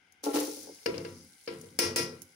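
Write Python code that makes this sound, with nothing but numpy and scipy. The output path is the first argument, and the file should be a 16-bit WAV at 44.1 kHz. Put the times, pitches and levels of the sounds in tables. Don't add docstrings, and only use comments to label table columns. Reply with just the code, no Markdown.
import sys
import numpy as np
from scipy import signal
from scipy.fft import rfft, irfft, next_fast_len
from scipy.io import wavfile

SR = 44100
rng = np.random.default_rng(int(sys.argv[2]) if len(sys.argv) > 2 else 0)


def wav_out(sig):
    wavfile.write(sys.argv[1], SR, np.round(np.clip(np.atleast_2d(sig).T, -1, 1) * 32767).astype(np.int16))


N = 103635
T = np.arange(N) / SR
AGE = T[:SR]

# freq_hz, correlation
MIC_LIKENESS = [(60, 0.66), (300, 1), (500, 0.36), (950, 0.085), (3000, 0.22), (16000, 0)]
# freq_hz, left_over_right_db
MIC_BALANCE = [(60, 1), (300, 1.5), (600, 1.5), (1200, 2), (2000, 8), (4000, 5), (8000, 4.5), (15000, -4)]

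# freq_hz, level_db
ROOM_SPECTRUM = [(25, -13), (80, 4), (170, 2.5), (500, 3), (620, -8), (750, 8.5), (1150, -5.5), (1550, 12),
                 (1800, -4.5), (2120, 14), (2550, -0.5), (3000, 4.5), (5500, -18), (16000, -65)]
# time_s, level_db
RUMBLE_CURVE = [(.25, -81), (.38, -66.5), (.65, -63), (.82, -75), (1.2, -53.5), (1.4, -82.5), (1.75, -61),
                (2.25, -61), (2.35, -111)]
# freq_hz, level_db
RUMBLE_SPECTRUM = [(25, -30), (55, -26), (72, -22), (87, -0.5), (115, -27), (170, -9.5), (300, -7),
                   (1000, -82)]

# time_s, level_db
SIZZLE_CURVE = [(.22, -78), (.3, -46), (.5, -53.5), (.9, -54.5), (1.15, -56), (1.35, -58), (1.62, -54.5),
                (1.8, -61), (2.1, -58.5), (2.35, -63)]
# freq_hz, level_db
SIZZLE_SPECTRUM = [(2500, -24), (4000, -9.5), (5200, -9), (7600, -11.5), (10500, -2.5), (12000, -15.5),
                   (13500, -18), (15000, -18), (16000, -4)]
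# time_s, level_db
SHEEN_CURVE = [(.25, -79.5), (.4, -72), (.68, -56.5), (.8, -61), (1.18, -59.5), (1.35, -71)]
# freq_hz, level_db
SHEEN_SPECTRUM = [(3000, -45), (4500, -8), (5050, 1.5), (5450, -5), (5900, -1.5), (6700, -7), (9000, -42)]
# start_s, pitch_hz, level_db, left_over_right_db
OIL_POPS = [(.786, 2800, -52, 10), (.98, 5420, -36, 9.5), (1.464, 4700, -48, 9)]
# start_s, level_db, left_over_right_db
SPITS = [(0.123, -54, 6), (0.401, -31, 7), (0.631, -43, 3), (0.746, -44, -1), (1.613, -41, 3),
         (2.219, -38, -11), (2.228, -55, -26)]
# freq_hz, level_db
SPIT_SPECTRUM = [(1000, -20), (3500, -12), (6400, 11), (8000, -3), (11500, 12.5), (13000, -39),
                 (15500, 5.5)]

# start_s, ring_db, slap_db
CLUMP_LANDINGS = [(0.235, -36, -51), (.263, -24, -31.5), (.277, -31, -47), (0.288, -28, -57),
                  (0.34, -24, -42), (0.355, -28, -47), (.364, -28, -49), (.412, -29.5, -35),
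                  (.474, -32.5, -39.5), (0.517, -42, -44.5), (.57, -41.5, -47.5), (.632, -46, -67),
                  (.672, -48, -45), (0.691, -51, -44)]
# pitch_hz, level_db, t60_s
PAN_FLOOR_MODES = [(295, 0, .17), (330, -12, .17), (393, -15, .17), (432, -5, .12), (470, -12, .15),
                   (522, -13, .2), (655, -17, .13), (840, -9, .11), (1085, -19, .11), (1362, -19, .17)]
# freq_hz, level_db
SLAP_SPECTRUM = [(100, -38), (200, -14), (290, 6.5), (520, 4.5), (680, -9), (860, -2.5), (1300, -37),
                 (1800, -36), (5000, -44)]
# time_s, wet_db, body_db
PATTER_CURVE = [(0.228, -70, -106), (0.239, -35, -53), (0.254, -38.5, -45), (.28, -46, -48.5),
                (0.327, -53.5, -48.5), (0.346, -33.5, -37.5), (.375, -36.5, -33), (0.408, -37.5, -39),
                (.44, -40.5, -45), (.57, -45.5, -62.5), (.64, -49, -63.5), (.72, -66, -65),
                (0.854, -66, -70.5)]
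# freq_hz, level_db
WET_SPECTRUM = [(1470, -29), (2500, -12), (3210, -13), (4050, -4), (5780, 2), (8140, -6.5), (9660, 0.5),
                (11500, -4), (13500, -15), (14900, -2), (16000, -5.5)]
# freq_hz, level_db
BODY_SPECTRUM = [(80, -28), (180, -0.5), (300, -3.5), (700, 8), (1500, -2), (2600, -2.5), (4000, -3),
                 (7000, -12)]

# start_s, crack_db, treble_db, thud_db, ring_db, room_db, thock_db
RIM_KNOCKS = [(0.8593, -20.5, -15, -31.5, -44, -42, -24.5), (0.884, -40, -12, -54, -48, -62, -24),
              (0.941, -39, -31, -38, -58, -44.5, -34), (0.979, -40.5, -9, -39.5, -79, -56, -42),
              (1.048, -32, -34.5, -42.5, -47, -49, -35.5), (1.4752, -26.5, -22.5, -37.5, -47.5, -42.5, -32),
              (1.635, -58, -43, -50, -59, -67, -47.5), (1.789, -16, 4, -28, -40, -26, -66),
              (1.9603, -20, 4.5, -31, -42, -30.5, -65), (2.124, -62, -26, -54.5, -56.5, -57.5, -41.5)]
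# pitch_hz, level_db, t60_s
PAN_RIM_MODES = [(292, -8, .25), (347, -1, .34), (440, -6, .3), (463, -4, .25), (493, -4, .22),
                 (520, -10, .35), (662, -13, .28), (975, 1, .3), (1362, 3, .32), (1927, 3, .32),
                 (2449, 2, .28), (4834, -2, .14), (5044, 0, .26), (5262, 0, .22), (5480, -2, .18),
                 (5728, -3, .23)]
# freq_hz, level_db
CRACK_SPECTRUM = [(150, 12), (400, -42), (750, -13), (1250, -8.5), (1850, -3), (2200, -13), (2600, -1),
                  (3600, -22), (4500, 1), (5300, 4.5), (6200, -9), (7600, -10), (9200, -4), (11000, -8),
                  (12300, -13), (13800, -30), (14800, -9), (16500, -2.5)]
# pitch_hz, level_db, t60_s
COLANDER_MODES = [(405, -2, .06), (462, 0, .09)]
# pitch_hz, level_db, rise_s, t60_s
HANGING_NOTES = [(96, -15, .06, .3), (135, -15, .08, .3), (167, -12, .13, .32), (241, -10, .14, .28),
                 (440, -11, .12, .24), (526, -13, .14, .25)]
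# freq_hz, level_db
BOOM_SPECTRUM = [(40, -18), (65, -20), (85, -4.5), (130, -5), (190, 1), (300, -1.5), (500, -0.5),
                 (600, -19), (1200, -11.5), (4000, -38)]
# freq_hz, level_db
TAIL_SPECTRUM = [(60, -24), (500, -2), (1000, -6.5), (2000, -3.5), (3500, -1.5), (4500, 0), (5300, 6),
                 (6500, -6), (8000, -10), (10000, -0.5), (13000, -16.5), (15000, -17)]
# freq_hz, t60_s
TAIL_DECAY = [(500, 0.47), (2000, 0.27), (5000, 0.28), (9000, 0.18), (15000, 0.19)]

FLOOR_CUT_HZ, RIM_CUT_HZ = 277, 142
CUSHION_FROM_S, CUSHION_DB_PER_S, CUSHION_ABOVE_HZ = .38, 45, 650


def amp(db):
    return 10 ** (np.asarray(db) / 20)


def unit(x):
    return x / np.sqrt(np.mean(x ** 2) + 1e-20)


def read(points, hz):
    freqs, values = np.transpose(points)
    return np.interp(np.log(hz + 1), np.log(freqs + 1), values)


def fader(curve):
    return amp(np.interp(T, *np.transpose(curve)))


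def balance(db):
    return amp(np.array([np.atleast_1d(db), -np.atleast_1d(db)]) / 2)


def add(mix, start_s, sound):
    part = mix[:, max(round(start_s * SR), 0):][:, :sound.shape[1]]
    part += sound[:, :part.shape[1]]


def rise(seconds):
    return np.minimum(AGE / seconds, 1)


def fade(t60_s, hold_s=0):
    return np.exp(-np.log(1000) * (np.hypot(AGE, hold_s) - hold_s) / t60_s)


def low_cut(x, hz):
    return signal.sosfilt(signal.butter(4, hz, "highpass", fs=SR, output="sos"), x)


def colour(x, spectrum):
    size = next_fast_len(x.shape[1])
    hz = np.fft.rfftfreq(size, 1 / SR)
    left, other = rfft(x, size)
    likeness = read(MIC_LIKENESS, hz)
    right = likeness * left + np.sqrt(1 - likeness ** 2) * other
    pair = np.array([left, right]) * balance(read(MIC_BALANCE, hz))
    return unit(irfft(pair * amp(read(spectrum, hz)), size)[:, :x.shape[1]])


def noise(spectrum, size=SR):
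    return colour(rng.standard_normal((2, size)), spectrum)


def grains(spectrum, per_s, spread_db):
    sizes = amp(spread_db * np.minimum(rng.exponential(1, N), 5))
    hits = rng.random(N) < per_s / SR
    return colour(sizes * hits * rng.standard_normal((2, N)), spectrum)


def ring(modes, cut_hz):
    out = np.zeros((2, SR))
    for hz, db, t60 in modes:
        lag = np.arccos(read(MIC_LIKENESS, hz)) * np.array([[.5], [-.5]]) * rng.choice([-1, 1])
        tone = np.sin(2 * np.pi * hz * AGE + lag)
        out += amp(db) * balance(read(MIC_BALANCE, hz)) * fade(t60, hold_s=.13 * t60) * tone
    return low_cut(out * rise(seconds=.002), cut_hz)


def background():
    hiss = amp(-66.5) * noise(ROOM_SPECTRUM, N)
    return hiss + fader(RUMBLE_CURVE) * noise(RUMBLE_SPECTRUM, N)


def pop(hz, db, side_db):
    size = SR // 20
    band = signal.butter(2, [hz / 2 ** .25, hz * 2 ** .25], "bandpass", fs=SR, output="sos")
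    snap = unit(signal.sosfilt(band, rng.standard_normal((2, size))))
    return amp(db) * balance(side_db) * snap * fade(t60_s=.012)[:size]


def sizzle():
    out = np.zeros((2, N))
    for curve, spectrum in (SIZZLE_CURVE, SIZZLE_SPECTRUM), (SHEEN_CURVE, SHEEN_SPECTRUM):
        out += fader(curve) * grains(spectrum, per_s=7000, spread_db=2.2)
    pops_per_s, low_hz, high_hz = 60, 3400, 9000
    under_sizzle_db, spread_db, width_db = 2, 2.5, 7
    for when, pitch, size, side in rng.random((round(pops_per_s * T[-1]), 4)):
        start_s = when * T[-1]
        sizzle_db = np.interp(start_s, *np.transpose(SIZZLE_CURVE))
        db = sizzle_db - under_sizzle_db + spread_db * min(-np.log(size), 2)
        add(out, start_s, pop(low_hz * (high_hz / low_hz) ** pitch, db, width_db * (2 * side - 1)))
    for start_s, hz, db, side_db in OIL_POPS:
        add(out, start_s, pop(hz, db, side_db))
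    for start_s, db, side_db in SPITS:
        tick_and_tail = fade(t60_s=.025) + amp(-19.5) * fade(t60_s=.24)
        add(out, start_s, amp(db) * balance(side_db) * noise(SPIT_SPECTRUM) * tick_and_tail)
    return out


def onion_clumps():
    out = np.zeros((2, N))
    for start_s, ring_db, slap_db in CLUMP_LANDINGS:
        detune = 1 + .011 * rng.standard_normal()
        dull_db = CUSHION_DB_PER_S * max(start_s - CUSHION_FROM_S, 0)
        modes = [(hz * detune, db - dull_db * (hz > CUSHION_ABOVE_HZ), t60)
                 for hz, db, t60 in PAN_FLOOR_MODES]
        thump = amp(ring_db) * ring(modes, FLOOR_CUT_HZ)
        slap = amp(slap_db) * low_cut(noise(SLAP_SPECTRUM) * fade(t60_s=.13), FLOOR_CUT_HZ)
        add(out, start_s, low_cut(thump + slap, hz=225))
    return out


def loose_slices():
    times, wet_db, body_db = np.transpose(PATTER_CURVE)
    falling = (T > times[0]) * (T < times[-1])
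    wet, body = [falling * amp(np.interp(T, times, db)) * grains(spectrum, per_s=6200, spread_db=2)
                 for db, spectrum in ((wet_db, WET_SPECTRUM), (body_db, BODY_SPECTRUM))]
    floor = ring([mode for mode in PAN_FLOOR_MODES if mode[0] < CUSHION_ABOVE_HZ], FLOOR_CUT_HZ)
    drumming = signal.fftconvolve(body[:1], floor / np.linalg.norm(floor[0]), axes=1)[:, :N]
    return wet + body + amp(-7) * drumming


def kitchen_tail(ripple):
    hz = np.fft.rfftfreq(SR, 1 / SR)
    spectrum = rfft(noise(TAIL_SPECTRUM)) * ripple
    centres, t60s = np.transpose(TAIL_DECAY)
    return sum(irfft(spectrum * np.interp(hz, centres, band), SR) * fade(t60, hold_s=.049)
               for band, t60 in zip(np.eye(len(t60s)), t60s))


def room_boom():
    return amp(-11) * noise(BOOM_SPECTRUM) * rise(seconds=.04) ** 2 * fade(t60_s=.28, hold_s=.22)


def low_notes(max_offset_hz=6):
    out = np.zeros(SR)
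    for hz, db, rise_s, t60 in HANGING_NOTES:
        pair = sum(np.sin(2 * np.pi * ((hz + side * max_offset_hz * rng.random()) * AGE + rng.random()))
                   for side in (-1, 1))
        out += amp(db) * rise(rise_s) * fade(t60, hold_s=.28) * pair / np.sqrt(2)
    return amp(-1.5) * out


def rim_ring(thud_db, ring_db, treble_db, thud_below_hz=800, tilt_to_hz=3900):
    modes = []
    for hz, db, t60 in PAN_RIM_MODES:
        blow_db = thud_db if hz < thud_below_hz else ring_db
        modes.append((hz, db + blow_db + treble_db * min(hz / tilt_to_hz, 1), t60))
    return ring(modes, RIM_CUT_HZ)


def colander_crack(ripple, chatter_db=2.2, chatter_per_s=350):
    jitter = np.interp(AGE * chatter_per_s, np.arange(chatter_per_s), rng.standard_normal(chatter_per_s))
    chatter = unit(amp(chatter_db * jitter))
    burst = unit(irfft(rfft(noise(CRACK_SPECTRUM)) * ripple, SR))
    decay = fade(t60_s=.028) + amp(1) * fade(t60_s=.075)
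    return burst * chatter * rise(seconds=.0016) * decay


def colander_knocks(shelf_hz=5400, ripple_db=3.5, ripple_step_hz=120):
    out = np.zeros((2, N))
    hz = np.fft.rfftfreq(SR, 1 / SR)
    shelf = 1 - 1 / (1 + (hz / shelf_hz) ** 8)
    peaks = np.interp(hz / ripple_step_hz, np.arange(len(hz)), rng.standard_normal(len(hz)))
    ripple = amp(ripple_db * peaks)
    for start_s, crack_db, treble_db, thud_db, ring_db, room_db, thock_db in RIM_KNOCKS:
        crack = amp(crack_db) * colander_crack(ripple)
        tail = amp(room_db) * kitchen_tail(ripple)
        shelved = irfft(rfft(crack + tail) * amp(treble_db * shelf), SR)
        add(out, start_s, low_cut(shelved[:, :SR // 2], hz=251))
        boom = amp(thud_db) * room_boom()
        thock = amp(thock_db) * ring(COLANDER_MODES, RIM_CUT_HZ) * rise(seconds=.006)
        metal = rim_ring(thud_db, ring_db, treble_db)
        add(out, start_s, metal + thock + boom + amp(thud_db) * low_notes())
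    return out


def scene():
    return onion_clumps() + loose_slices() + colander_knocks() + sizzle() + background()


def record(dry):
    threshold_db, share, attack_s, recover_db_per_s, top_hz = -25, .65, .002, 115, 15750
    pole = np.exp(-1 / (attack_s * SR))
    power = signal.lfilter([1 - pole], [1, -pole], (dry ** 2).mean(0))
    cut_db = share * np.maximum(10 * np.log10(power + 1e-12) - threshold_db, 0)
    held_db = np.maximum.accumulate(cut_db + recover_db_per_s * T) - recover_db_per_s * T
    ducked = dry * amp(-signal.lfilter([1 - pole], [1, -pole], held_db))
    lowpass = signal.firwin(255, top_hz, window=("kaiser", 9), fs=SR)
    return signal.oaconvolve(ducked, lowpass[None], "same")


dry = scene()
out = record(dry)
wav_out(out)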